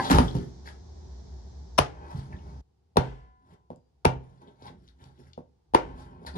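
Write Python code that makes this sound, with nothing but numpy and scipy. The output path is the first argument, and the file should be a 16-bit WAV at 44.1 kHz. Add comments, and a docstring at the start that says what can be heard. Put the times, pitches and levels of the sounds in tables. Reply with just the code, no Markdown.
"""Chopping a chicken on a board

A plucked chicken drops on a thick wooden board; a cleaver chops it and is dragged through the meat, amid light knocks.
Blows and bumps excite decaying modes of wood; bone, gristle and wet skin are shaped noise; steel rings and rattles.
A hard-walled kitchen adds a noise-tap echo, hum and hiss, and a steel bowl rings at the start.
At 2.612 s a loud kitchen background cuts to a quieter one, echo tail included.
Two microphone ports, the board nearer the left one."""
import sys
import numpy as np
from scipy import signal
from scipy.fft import rfft, irfft, next_fast_len
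from scipy.io import wavfile
from scipy.ndimage import uniform_filter1d

SR = 44100
rng = np.random.default_rng(int(sys.argv[2]) if len(sys.argv) > 2 else 0)


def dump_mix(stems):
    """Bounce the given channels to the path in sys.argv[1] as a 16-bit WAV at rate SR."""
    frames = np.atleast_2d(stems).T  # one column per channel
    limited = np.clip(frames, -1, 1)  # hard clip at full scale
    pcm = np.round(limited * 32767).astype(np.int16)
    wavfile.write(sys.argv[1], SR, pcm)


N = 281313

# Levels are relative within each source.
# Board modes before damping: [mode_hz, level_db, t60_s]
BOARD_MODES = [(68.4, -7, 0.038), (96, -6, 0.079), (129.86, -12, 0.34), (167, -9.5, 0.14),
               (263, -4.5, 0.056), (361, -3.5, 0.037), (533, 0.5, 0.016), (623, 2.5, 0.086),
               (840, 13, 0.043), (919.5, 13.5, 0.033), (1052, -1.5, 0.23), (1290, 1, 0.024),
               (1730, -11.5, 0.0085), (2310, -18, 0.049)]
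# Ringing steel of blade and pans: [mode_hz, level_db, t60_s]
BLADE_MODES = [(769, -10, 0.5), (910, -4, 0.3), (1013, -15.5, .6), (1270, -14.5, 0.18), (1530, -9.5, 0.3),
               (1685, -22, 0.45), (1972, -18, 0.27), (2204, -23, 0.52), (2490, -22, 0.19),
               (2824, -25.5, 0.13), (3110, -21, 0.28), (3200, -30.5, .3), (3670, -26.5, .3),
               (4230, -31.5, .25)]
# Spectrum of cracking bone, skin and steel: [freq_hz, level_db]
CRACK_SPECTRUM = [(250, -6), (1000, 15), (2000, -1), (3600, -3), (6200, -9), (8300, -20), (10300, -6.5),
                  (13000, -24.5), (16000, -26)]
# Parts of the carcass landing on the board:
# [start_s, strength_db, weight_db, table_db, crack_db, contact_ms, thud_db, thud_hz]
SLAPS = [(0.098, -9.5, -12.5, -15.5, -21, 0.59, -17, 807), (.101, -25, -25, -32, -34, 1.2, -13, 248),
         (.112, -12, -21, -22.5, -11, 0.52, -4.5, 267), (0.127, -15, 1.5, -5.5, -18.5, 1.8, -11.5, 164),
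         (0.183, 4, -31, -8, -10.5, 0.5, -15, 553), (0.197, -31.5, -1, -25, -43, 1.2, -5, 251.4),
         (.349, -13, -8, -24.5, -37.5, 1.4, -17, 283)]
# Cleaver chops: [start_s, strength_db, weight_db, table_db, crack_db, blade_db, contact_ms, follow_ms, cut_ms,
# thud_db, thud_hz, thud_lag_ms, knock_db, knock_hz, pans_db]
CHOPS = [(1.780, -2.5, -11, -7.5, -6, -30, 0.31, 4.7, 9.4, -9.5, 400, .5, -8.5, 1146, -52.5),
         (2.9683, -0.5, -3, -6, -15.5, -25, 0.36, 2.9, 2.8, -7.5, 356, 1, -7, 788, -49),
         (4.048, 1, -2.5, -5, -13, -43, 0.3, 3.3, 5.6, -6.5, 348, 1.51, -13.5, 870, -62),
         (5.7438, 2, -19.5, -21.5, -14.5, -28.5, 0.48, 1.8, 5.5, -4, 366, 2.87, 4, 972, -47.5)]
# Light short knocks: [start_s, strength_db, weight_db, thud_db, thud_reference_hz]
TAPS = [(2.959, -18.5, -46, -28.5, 508), (3.703, -22.5, -33.5, -30, 540.5), (3.762, -52, -47.5, -52.5, 398),
        (4.621, -44, -44.5, -37.5, 412), (4.698, -37.5, -40, -42.5, 466), (5.377, -23.5, -34.5, -29, 524.6),
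        (5.737, -12, -54, -26.5, 893), (6.216, -43, -39, -37.5, 458), (6.249, -24.5, -51.5, -50, 374.6),
        (6.353, -26, -23.5, -37, 960)]
# Softer repeats of each light knock: [delay_ms, level_db, share_of_thud_reference]
TAP_BOUNCES = [(11.9, -10, 0.54), (28.35, -13.5, 0.56)]
# Tiled wall behind the board: [delay_ms, level_db]
WALL_ECHOES = [(4.3, -4), (13.5, -11)]
# Pans and jars too many to tell apart: [freq_hz, density_db_per_hz]
CLATTER_SPECTRUM = [(300, -11.5), (800, 2), (1700, -4.5), (3200, -8), (5000, -14.5), (9000, -24.5)]
# Ticks of wet skin, gristle and steel: [start_s, level_db, pitch_hz, filter_q, t60_s]
TICKS = [(0.046, -32, 3720, 3.6, 0.2), (1.778, -23.5, 5520, 31, 0.036), (2.969, -20, 3970, 4.6, 0.0092),
         (4.053, -17, 2360, 4.3, 0.017), (4.672, -49.5, 3640, 4.5, 0.056), (5.751, -28, 1880, 1.2, 0.16),
         (6.338, -55, 4530, 9.1, 0.038), (6.356, -47.5, 3770, 7.5, 0.21), (.13, -25, 2560, 2.8, 0.052),
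         (0.657, -47, 1800, 3.3, 0.042), (0.675, -41.5, 1650, 2.7, 0.1), (.28, -31.5, 3380, 7.6, 0.039),
         (0.311, -36, 4060, 7.1, 0.017), (2.326, -46.5, 1710, 3.6, 0.088), (2.191, -59.5, 4500, 5, 0.086),
         (2.365, -56, 3600, 8, .03), (2.387, -57.5, 3020, 4.2, 0.038), (3.76, -84, 4790, 180, 0.37),
         (3.76, -63.5, 5980, 1.1, 0.0097), (4.474, -60, 3400, 4.7, 0.078), (4.622, -59.5, 4020, 2, 0.13),
         (4.68, -54, 1930, 3.5, 0.096), (4.878, -56.5, 4180, 1.9, 0.015), (4.887, -58, 3970, 2.6, 0.017),
         (5.04, -52.5, 4150, 1.56, 0.017), (5.333, -50.5, 3740, 2.15, 0.022), (6.264, -43, 4060, 3.3, 0.12)]
# Meat and blade moving over the board: [peak_s, rise_s, fall_s, table_db, weight_db, scrape_db, hiss_db]
STROKES = [(0.014, 0.11, 0.28, -51.5, -34, -29.5, -40), (0.115, 0.018, 0.02, -18, -18.5, -17, -19),
           (0.149, 0.058, 0.087, -20.5, -17.5, -19.5, -27), (.19, 0.044, 0.14, -16, -23.5, -29.5, -36.5),
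           (0.356, 0.018, 0.11, -21, -28.5, -53, -48), (0.668, 0.03, 0.081, -55, -59, -50, -51),
           (2.051, 0.24, 0.13, -46, -48.5, -46, -81), (2.119, 0.091, 0.048, -58, -67, -42.5, -58.5),
           (2.163, 0.059, 0.15, -32, -51, -48, -56), (2.319, 0.067, 0.1, -37.5, -47, -52.5, -72),
           (2.483, 0.32, 0.31, -46, -55.5, -58, -74), (3.54, 0.13, 0.023, -55, -58.5, -59.5, -70.5),
           (4.23, 0.05, 0.56, -54.5, -70, -64.5, -73.5), (4.419, 0.024, 0.063, -79, -51, -55, -70),
           (4.484, 0.06, 0.057, -69, -52, -56.5, -72), (4.667, 0.085, 0.054, -47, -69.5, -46.5, -58.5),
           (4.74, 0.12, 0.16, -53.5, -58.5, -75.5, -100), (4.89, 0.18, 0.063, -67.5, -72.5, -85, -75),
           (5.023, 0.06, 0.2, -57.5, -62.5, -63, -70), (5.199, 0.042, 0.05, -65, -56.5, -68, -69),
           (5.274, 0.15, 0.083, -59, -73.5, -70, -72), (5.858, 0.054, 0.96, -43.5, -49, -51.5, -77),
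           (6.0, 0.07, 0.11, -55.5, -54, -51, -56.5), (6.226, 0.038, 0.27, -52, -52, -71, -70.5),
           (6.266, 0.0052, 0.044, -42, -48, -41.5, -45), (6.362, 0.028, 0.12, -32.5, -40, -39, -52.5)]
# Wet skin hiss: [freq_hz, density_db_per_hz]
WET_SPECTRUM = [(760, -49.5), (1300, 0), (1800, -4), (2600, -14), (3400, -4), (4580, -8), (8430, -18),
                (10400, -13), (13400, -24.5), (15300, -29), (16000, -79)]
# Carcass bumping the board as it is pushed: [start_s, level_db, pitch_hz, t60_s]
BUMPS = [(2.146, -22, 124, 0.11), (2.183, -29, 131, 0.16), (2.227, -33.5, 132, 0.15), (2.316, -38, 204, .1),
         (2.474, -42, 137.4, 0.091), (3.792, -54, 150, .05), (5.018, -47, 129.5, 0.1),
         (5.057, -46.5, 134.5, 0.32), (5.19, -47.5, 131.4, 0.34), (5.263, -52, 122, 0.18),
         (5.968, -50, 295, 0.087)]
# Pans on the shelves, before the closing fade: [mode_hz, level_db, t60_s]
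PAN_MODES = [(750, -4, 1.9), (880, 0.5, .55), (1010, -4.5, 5), (1355, -12, .5), (1450, -10, 2),
             (1725, -5.5, 1.2), (2030, -9.5, 1), (2260, -13, .7), (2490, -12, .6), (2772, -16.5, .45),
             (3070, -11, 0.72), (3187, -10.5, 0.54)]
# Steel bowl: [mode_hz, level_db, t60_s]
BOWL_MODES = [(371, -14, .15), (560, -10, .06), (791, -8, .25), (894, -5, .07), (1020, 1, .06),
              (1580, -8, .06), (1690, -6, .06), (1960, -18, .2), (2100, -20, .15)]
# Table swaying after heavy blows and pushes: [peak_s, level_db, pitch_hz, rise_s, t60_s]
SWAYS = [(0.141, -8, 57.2, 0.037, 0.35), (1.798, -38.5, 75.5, 0.009, 0.24), (2.005, -46, 59.2, 0.11, 0.38),
         (2.198, -44, 75.7, 0.083, 0.23), (3.111, -35.5, 57.9, .13, 0.53), (4.155, -34, 60.5, 0.13, 0.25),
         (4.801, -57.5, 63.8, 0.073, 1.2), (5.269, -54.5, 72, 0.095, 0.44), (5.867, -31, 49.4, 0.14, 0.58),
         (6.287, -43.5, 66.6, 0.19, 0.84)]
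# Kitchen air level: [time_s, level_db]
AIR_LEVEL = [(0, -39), (.8, -52.5), (2.608, -58), (2.616, -73.5), (6.38, -72)]
# Louder kitchen air, before the cut: [freq_hz, density_db_per_hz]
AIR_LOUD_SPECTRUM = [(59, -11.5), (100, 4), (169, 2), (317, -16), (367, -8), (513, -24.5), (867, -24),
                     (1290, -38.5), (1730, -38.5), (2690, -49.5), (3680, -38), (5720, -34.5), (7050, -42.5),
                     (8700, -58.5), (15000, -72)]
# Quieter kitchen air, after the cut: [freq_hz, density_db_per_hz]
AIR_QUIET_SPECTRUM = [(59, -15), (100, 8.5), (146, 2.5), (297, -14.5), (345, -11), (472, -16.5),
                      (570, -30.5), (797, -21.5), (1240, -36), (2320, -42.5), (4840, -39.5), (6090, -43),
                      (8500, -50), (15000, -55.5)]
# Room decay: [freq_hz, t60_s]
ROOM_DECAY = [(100, 1), (300, 0.75), (900, 0.37), (2000, 0.41), (4000, 0.33), (8000, 0.36), (14000, 0.02)]
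# Left port over right port: [freq_hz, difference_db]
LEFT_OVER_RIGHT = [(60, -1), (200, -2.3), (400, -1), (750, 3), (1400, 1.5), (2600, 5), (5000, 9.5),
                   (9000, 0), (15000, -.5)]
# Part of diffuse sound that differs between the ports: [freq_hz, level_db]
PORTS_APART = [(60, -32.5), (300, -7), (700, 0.5)]
# Microphone colour: [freq_hz, level_db]
MICROPHONE_COLOUR = [(11500, 2), (13500, -10)]

CUT_S = 2.612  # loud background cuts to the quieter one
RIGHT_LAG_SAMPLES = 18
# the board bends, then the table shakes, after the wood is reached
BOARD_LAG_MS, TABLE_LAG_MS = 4.5, 7
# flesh or steel left on the wood stills its high modes
SLAP_DAMP_T60_S, CHOP_DAMP_T60_S, TAP_DAMP_T60_S = 0.35, 0.36, 0.036
# board sound carried to the walls
SLAP_WALLS_DB, CHOP_WALLS_DB, TAP_WALLS_DB = -1, 2.5, -3
SLAP_FOLLOW_MS, SLAP_SQUASH_MS = 5.7, 2.6  # squash: flesh gives before the wood takes the weight
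TAP_CONTACT_MS, TAP_FOLLOW_MS, TAP_LEAD_MS = 1.25, 2, 0.28
TAP_TABLE_DB, TAP_CRACK_DB = -7, -32  # table relative to weight; crack relative to strength
TAP_FIRST_SHARE = 0.92  # of thud_reference_hz
SLAP_THUD_T60_S, CHOP_THUD_T60_S, TAP_THUD_T60_S, THUD_LAG_MS = .08, .03, .022, 1.3
CLATTER_DB, CLATTER_T60_S = -12, 0.56  # relative to the blade ring
WOBBLE_PER_S = 140
STROKE_ENDS_DB, STROKE_ROUND = -21, 1.1  # level one rise or fall from the peak; 1 = pointed, higher = flatter
SING_DB = -6  # steel ringing along while dragged
BUMP_CONTACT_MS = 3
PANS_RISE_S = .02
KNOCK_T60_S, KNOCK_RISE_MS = .035, 3
HUM_HZ, HUM_LOUD_DB, HUM_QUIET_DB = 69, -45, -72
SWAY_START_DB = -28  # one rise before the peak
EDGE_HZ = 16700


def blows():
    """Crunch through bone, snap on wood, then weight in the low modes; rows: left, right, towards the walls."""
    out = np.zeros((3, N))
    high, low, table = ring(BOARD_MODES, 400), ring(BOARD_MODES, 150, 400), ring(BOARD_MODES, 0, 150)
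    high = high + sum(gain_of(db) * np.roll(high, round(ms * SR / 1000)) for ms, db in WALL_ECHOES)
    high, low, table = (x / abs(x).max() for x in (high, low, table))
    low = np.roll(low, round(BOARD_LAG_MS * SR / 1000))
    table = np.roll(table, round(TABLE_LAG_MS * SR / 1000))
    snap = coloured(1. * (np.arange(256) == 128), CRACK_SPECTRUM)
    snap /= abs(snap).max()
    for (s, strength_db, weight_db, table_db, crack_db, blade_db, contact_ms, follow_ms, cut_ms,
         thud_db, thud_hz, thud_t60_s, lag_ms, damp_t60_s, walls_db) in contacts():
        wood_s = cut_ms / 1000
        crunch = crack_noise(crack_db, wood_s)
        heavy = gain_of(weight_db) * low + gain_of(table_db) * table
        damping = gain_of(strength_db - 60 * np.arange(SR) / SR / damp_t60_s)
        body = damping * pushed(high, contact_ms)[:SR] + pushed(heavy, follow_ms)[:SR]
        thud = ring([(thud_hz, thud_db, thud_t60_s)])[:5292]
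        add(body, lag_ms / 1000, pushed(thud, 0.75))
        for snap_db, body_db, port in zip((8, 8, 16), (0, 0, walls_db), out):
            add(port, s + wood_s - 128 / SR, gain_of(crack_db + snap_db) * snap)
            add(port, s + wood_s, gain_of(body_db) * body)
        add(out[0], s, crunch[0])
        add(out[1], s, 0.022 * crunch[0] + crunch[1])
        if blade_db is not None:  # thin steel is heard mostly off the walls
            steel = rattle(BLADE_MODES, steady=.35) + clatter()
            add(out[2], s + wood_s, gain_of(blade_db) * steel)
    return out


def crack_noise(crack_db, wood_s):
    """Splinter noise, different at each port, grows until the wood is reached and then dies fast."""
    t = np.arange(1323) / SR
    crunch = evened(coloured(rng.standard_normal((2, len(t))), CRACK_SPECTRUM))
    crunch *= gain_of(crack_db - 22 * np.maximum(1 - t / wood_s, 0))
    return crunch * gain_of(-60 * np.maximum(t - wood_s, 0) / .012)


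def contacts():
    """Gathers slaps, chops and light knocks with their repeats as rows in the order that blows() unpacks."""
    rows = []
    for s, strength, weight, table, crack, contact, thud_db, thud_hz in SLAPS:
        rows.append((s, strength, weight, table, crack, None, contact, SLAP_FOLLOW_MS, SLAP_SQUASH_MS,
                     thud_db, thud_hz, SLAP_THUD_T60_S, THUD_LAG_MS, SLAP_DAMP_T60_S, SLAP_WALLS_DB))
    for *row, lag_ms, _, _, _ in CHOPS:
        rows.append((*row, CHOP_THUD_T60_S, lag_ms, CHOP_DAMP_T60_S, CHOP_WALLS_DB))
    for s, strength, weight, thud_db, thud_hz in TAPS:
        for delay_ms, less_db, share in [(0, 0, TAP_FIRST_SHARE)] + list(TAP_BOUNCES):
            hit_db, press_db = strength + less_db, weight + less_db
            rows.append((s + delay_ms / 1000, hit_db, press_db, press_db + TAP_TABLE_DB, hit_db + TAP_CRACK_DB,
                         None, TAP_CONTACT_MS, TAP_FOLLOW_MS, TAP_LEAD_MS, thud_db + less_db, thud_hz * share,
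                         TAP_THUD_T60_S, THUD_LAG_MS, TAP_DAMP_T60_S, TAP_WALLS_DB))
    return rows


def rattle(modes, steady):
    """Loose steel: each mode wanders in strength and phase while it dies, which blurs its line."""
    hz, db, t60 = np.transpose(modes)[:, :, None]
    t, knots_s = np.arange(SR * 3 // 4) / SR, np.arange(120) / WOBBLE_PER_S
    walks = rng.standard_normal((2, len(modes), len(knots_s)))
    a, b = (np.array([np.interp(t, knots_s, row) for row in part]) for part in walks)
    phase = 2 * np.pi * hz * t
    return (gain_of(db - 60 * t / t60) * ((steady + a) * np.sin(phase) + b * np.cos(phase))).sum(0)


def clatter():
    """The shelves answer a chop with a dense dying rattle of shaped noise."""
    t = np.arange(SR * 3 // 4) / SR
    noise = evened(coloured(rng.standard_normal(len(t)), CLATTER_SPECTRUM))
    return gain_of(CLATTER_DB - 60 * t / CLATTER_T60_S) * noise


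def ticks():
    """Each tick is a decaying puff of noise, resonant around its pitch."""
    out, t = np.zeros(N), np.arange(6000) / SR
    for s, db, hz, q, t60 in TICKS:
        peak = signal.iirpeak(hz, q, SR)
        puff = signal.lfilter(*peak, signal.lfilter(*peak, rng.standard_normal(len(t))))
        add(out, s, gain_of(db - 60 * t / t60) * evened(puff))
    return out


def rubs():
    """Stick-slip grains drive the table and the low and middle board modes; wet skin hisses above them."""
    t, power = np.arange(N) / SR, np.zeros((4, N))
    for s, rise, fall, *dbs in STROKES:
        end_s = min(s + 2 * fall, CUT_S if s < CUT_S else N)
        near = slice(max(round((s - 2 * rise) * SR), 0), round(end_s * SR))
        off = abs(t[near] - s) / np.where(t[near] < s, rise, fall)
        power[:, near] += gain_of(np.array(dbs)[:, None] + STROKE_ENDS_DB * off ** STROKE_ROUND) ** 2
    bursts_db = np.minimum(rng.exponential(1, (4, N)), 5) * [[3.5], [3.5], [3.1], [2.5]]
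    slips = rng.standard_normal((4, N)) * gain_of(bursts_db)
    # wet skin grips and lets go in clumps
    slips[2:] *= gain_of(1.6 * evened(uniform_filter1d(rng.standard_normal(N), 220)))
    bands_hz = [(80, 200), (200, 400), (400, 1500)]
    wood = [signal.oaconvolve(slip, ring(BOARD_MODES, *band))[:N] for slip, band in zip(slips, bands_hz)]
    singing = evened(signal.oaconvolve(slips[2], ring(BLADE_MODES))[:N])
    wood[2] = evened(wood[2]) + gain_of(SING_DB) * singing
    return sum(np.sqrt(p) * evened(x) for p, x in zip(power, wood + [squelch(slips[3])]))


def squelch(grains):
    """Wet skin: patches a few hundred Hz wide swell and close on their own."""
    z = signal.stft(coloured(grains, WET_SPECTRUM), nperseg=128)[2]
    patches = uniform_filter1d(rng.standard_normal(z.shape), 3, axis=0)
    patches = evened(uniform_filter1d(patches, 8, axis=1))
    return signal.istft(z * gain_of(4.1 * patches), nperseg=128)[1][:N]


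def bumps():
    """Each bump is one soft low ring of the board."""
    out = np.zeros(N)
    for s, db, hz, t60 in BUMPS:
        add(out, s, pushed(ring([(hz, db, t60)]), BUMP_CONTACT_MS))
    return out


def pans():
    """Clear thin lines swell in after each chop; a short bone knock rings up as the edge bites."""
    out, t = np.zeros(N), np.arange(SR) / SR
    lines = ring(PAN_MODES) * np.minimum(t / PANS_RISE_S, 1) * np.hanning(2 * SR)[SR:]
    for s, *_, cut_ms, thud_db, thud_hz, lag_ms, knock_db, knock_hz, pans_db in CHOPS:
        add(out, s + cut_ms / 1000, gain_of(pans_db) * lines)
        knock = ring([(knock_hz, knock_db, KNOCK_T60_S)]) * np.minimum(t * 1000 / KNOCK_RISE_MS, 1)
        add(out, s + (cut_ms - KNOCK_RISE_MS) / 1000, knock)
    return out


def bowl():
    """Decaying modes of a steel bowl."""
    return gain_of(-17.5) * ring(BOWL_MODES)


def hum():
    """Narrow low noise: a hum, softer from the cut on, and a low swell each time the table sways."""
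    t = np.arange(N) / SR
    lowpass = signal.butter(4, 9, fs=SR, output="sos")
    slow = signal.sosfilt(lowpass, rng.standard_normal(N) + 1j * rng.standard_normal(N))
    slow /= abs(slow) ** .5 + 1e-9  # steadier than plain noise
    slow /= np.sqrt(np.mean(abs(slow) ** 2) / 2)
    level_db = np.interp(t, [CUT_S - .004, CUT_S + .004], [HUM_LOUD_DB, HUM_QUIET_DB])
    tones = gain_of(level_db) * np.exp(2j * np.pi * HUM_HZ * t)
    for s, db, hz, rise, t60 in SWAYS:
        near = slice(max(round((s - 2 * rise) * SR), 0), round((s + t60) * SR))
        late = t[near] - s
        swell_db = np.where(late < 0, -SWAY_START_DB * late / rise, -60 * late / t60)
        tones[near] += gain_of(db + swell_db) * np.exp(2j * np.pi * hz * late)
    return (slow * tones).real


def air():
    """Diffuse kitchen noise; level and colour switch at the cut."""
    noise = diffuse(rng.standard_normal((3, N)), 0.21)
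    t = np.arange(N) / SR
    loud, quiet = evened(coloured(noise, AIR_LOUD_SPECTRUM)), evened(coloured(noise, AIR_QUIET_SPECTRUM))
    return np.where(t < CUT_S, loud, quiet) * gain_of(np.interp(t, *np.transpose(AIR_LEVEL)))


def room(x):
    """Sparse taps of random sign and size, one in every 6 samples, each band dying at its own speed."""
    taps = np.zeros((3, SR))
    at = np.arange(300, SR - 6, 6)  # first wall 7 ms away
    at = at + rng.integers(0, 6, (3, len(at)))
    np.put_along_axis(taps, at, rng.standard_normal(at.shape), 1)
    hz, t, z = signal.stft(diffuse(taps, 0.15), SR, nperseg=256)
    t60 = read(ROOM_DECAY, hz)[:, None]
    decay = gain_of(-60 * t / (0.45 * t60)) + gain_of(-18.0 - 60 * t / t60)  # near walls first
    tail = signal.istft(z * decay, SR, nperseg=256)[1]
    return signal.fftconvolve(x[None], tail / np.linalg.norm(tail[0]), axes=1)[:, :N]


def diffuse(three, shared):
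    """One part reaches both ports, the right one later; two more differ per port, less in the bass."""
    common = np.array([three[0], np.roll(three[0], RIGHT_LAG_SAMPLES)])
    return shared * common + coloured(three[1:], PORTS_APART)


def ring(modes, lo_hz=0, hi_hz=SR):
    """Impulse response of the modes inside a band."""
    t = np.arange(SR) / SR
    return sum(gain_of(db - 60 * t / t60) * np.sin(2 * np.pi * hz * t)
               for hz, db, t60 in modes if lo_hz <= hz < hi_hz)


def pushed(body, contact_ms):
    """A smooth push of about the given length excites the body."""
    push = signal.windows.hann(max(round(contact_ms * SR / 1000), 1) + 2)
    return signal.oaconvolve(body, push / push.sum())


def gain_of(db):
    """Decibels to a factor."""
    return 10 ** (np.asarray(db) / 20)


def evened(x):
    """Scales to rms 1."""
    return x / np.sqrt(np.mean(x ** 2) + 1e-20)


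def read(points, hz):
    """Reads a spectrum table on a log frequency axis."""
    f, value = np.transpose(points)
    return np.interp(np.log(hz + 1), np.log(f + 1), value)


def coloured(x, points, share=1):
    """Filters by a spectrum table, its dB scaled by share."""
    size = next_fast_len(x.shape[-1] + 2048)
    gain = gain_of(share * read(points, np.fft.rfftfreq(size, 1 / SR)))
    return irfft(rfft(x, size) * gain, size)[..., :x.shape[-1]]


def add(mix, s, sound):
    """Mixes a sound in at second s."""
    part = mix[max(round(s * SR), 0):][:len(sound)]
    part += sound[:len(part)]


def scene():
    """Near sounds reach the left port first; the room follows, its earlier tail stopping dead at the cut."""
    hits, near = blows() + ticks(), rubs() + bumps()
    before = np.arange(N) / SR < CUT_S
    left, right = hits[:2] + near + pans()
    far = hits[2] + gain_of(3.5) * near
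    echo = before * room(before * far) + room(~before * far)
    ports = np.array([left, np.roll(right, RIGHT_LAG_SAMPLES)]) + gain_of(-10.0) * echo
    ports = np.array([coloured(ports[0], LEFT_OVER_RIGHT, .5), coloured(ports[1], LEFT_OVER_RIGHT, -.5)])
    add(ports.T, 0, bowl()[:, None])  # equally far from both ports
    return ports + air() + hum()


def record(dry):
    """Microphone colour; gain control ducks loud sound, peaks round off; then the band limit."""
    highpass = signal.butter(4, 46, "highpass", fs=SR, output="sos")
    dry = signal.sosfilt(highpass, coloured(dry, MICROPHONE_COLOUR))
    power_db = 10 * np.log10(abs(uniform_filter1d((dry ** 2).mean(0), 300)) + 1e-12)
    fall_db = np.arange(N) * 32.2 / SR  # held level falls 32.2 dB a second
    held_db = np.maximum.accumulate(power_db + fall_db) - fall_db
    over_db = np.maximum(held_db + 33.5, 0)
    ducked = dry / gain_of(0.27 * uniform_filter1d(over_db, 800, origin=399))  # acts some ms late
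    band_limit = signal.firwin(511, EDGE_HZ, window=("kaiser", 9), fs=SR)
    return signal.oaconvolve(np.tanh(ducked), band_limit[None], "same")


dry = scene()
out = record(dry)
dump_mix(out)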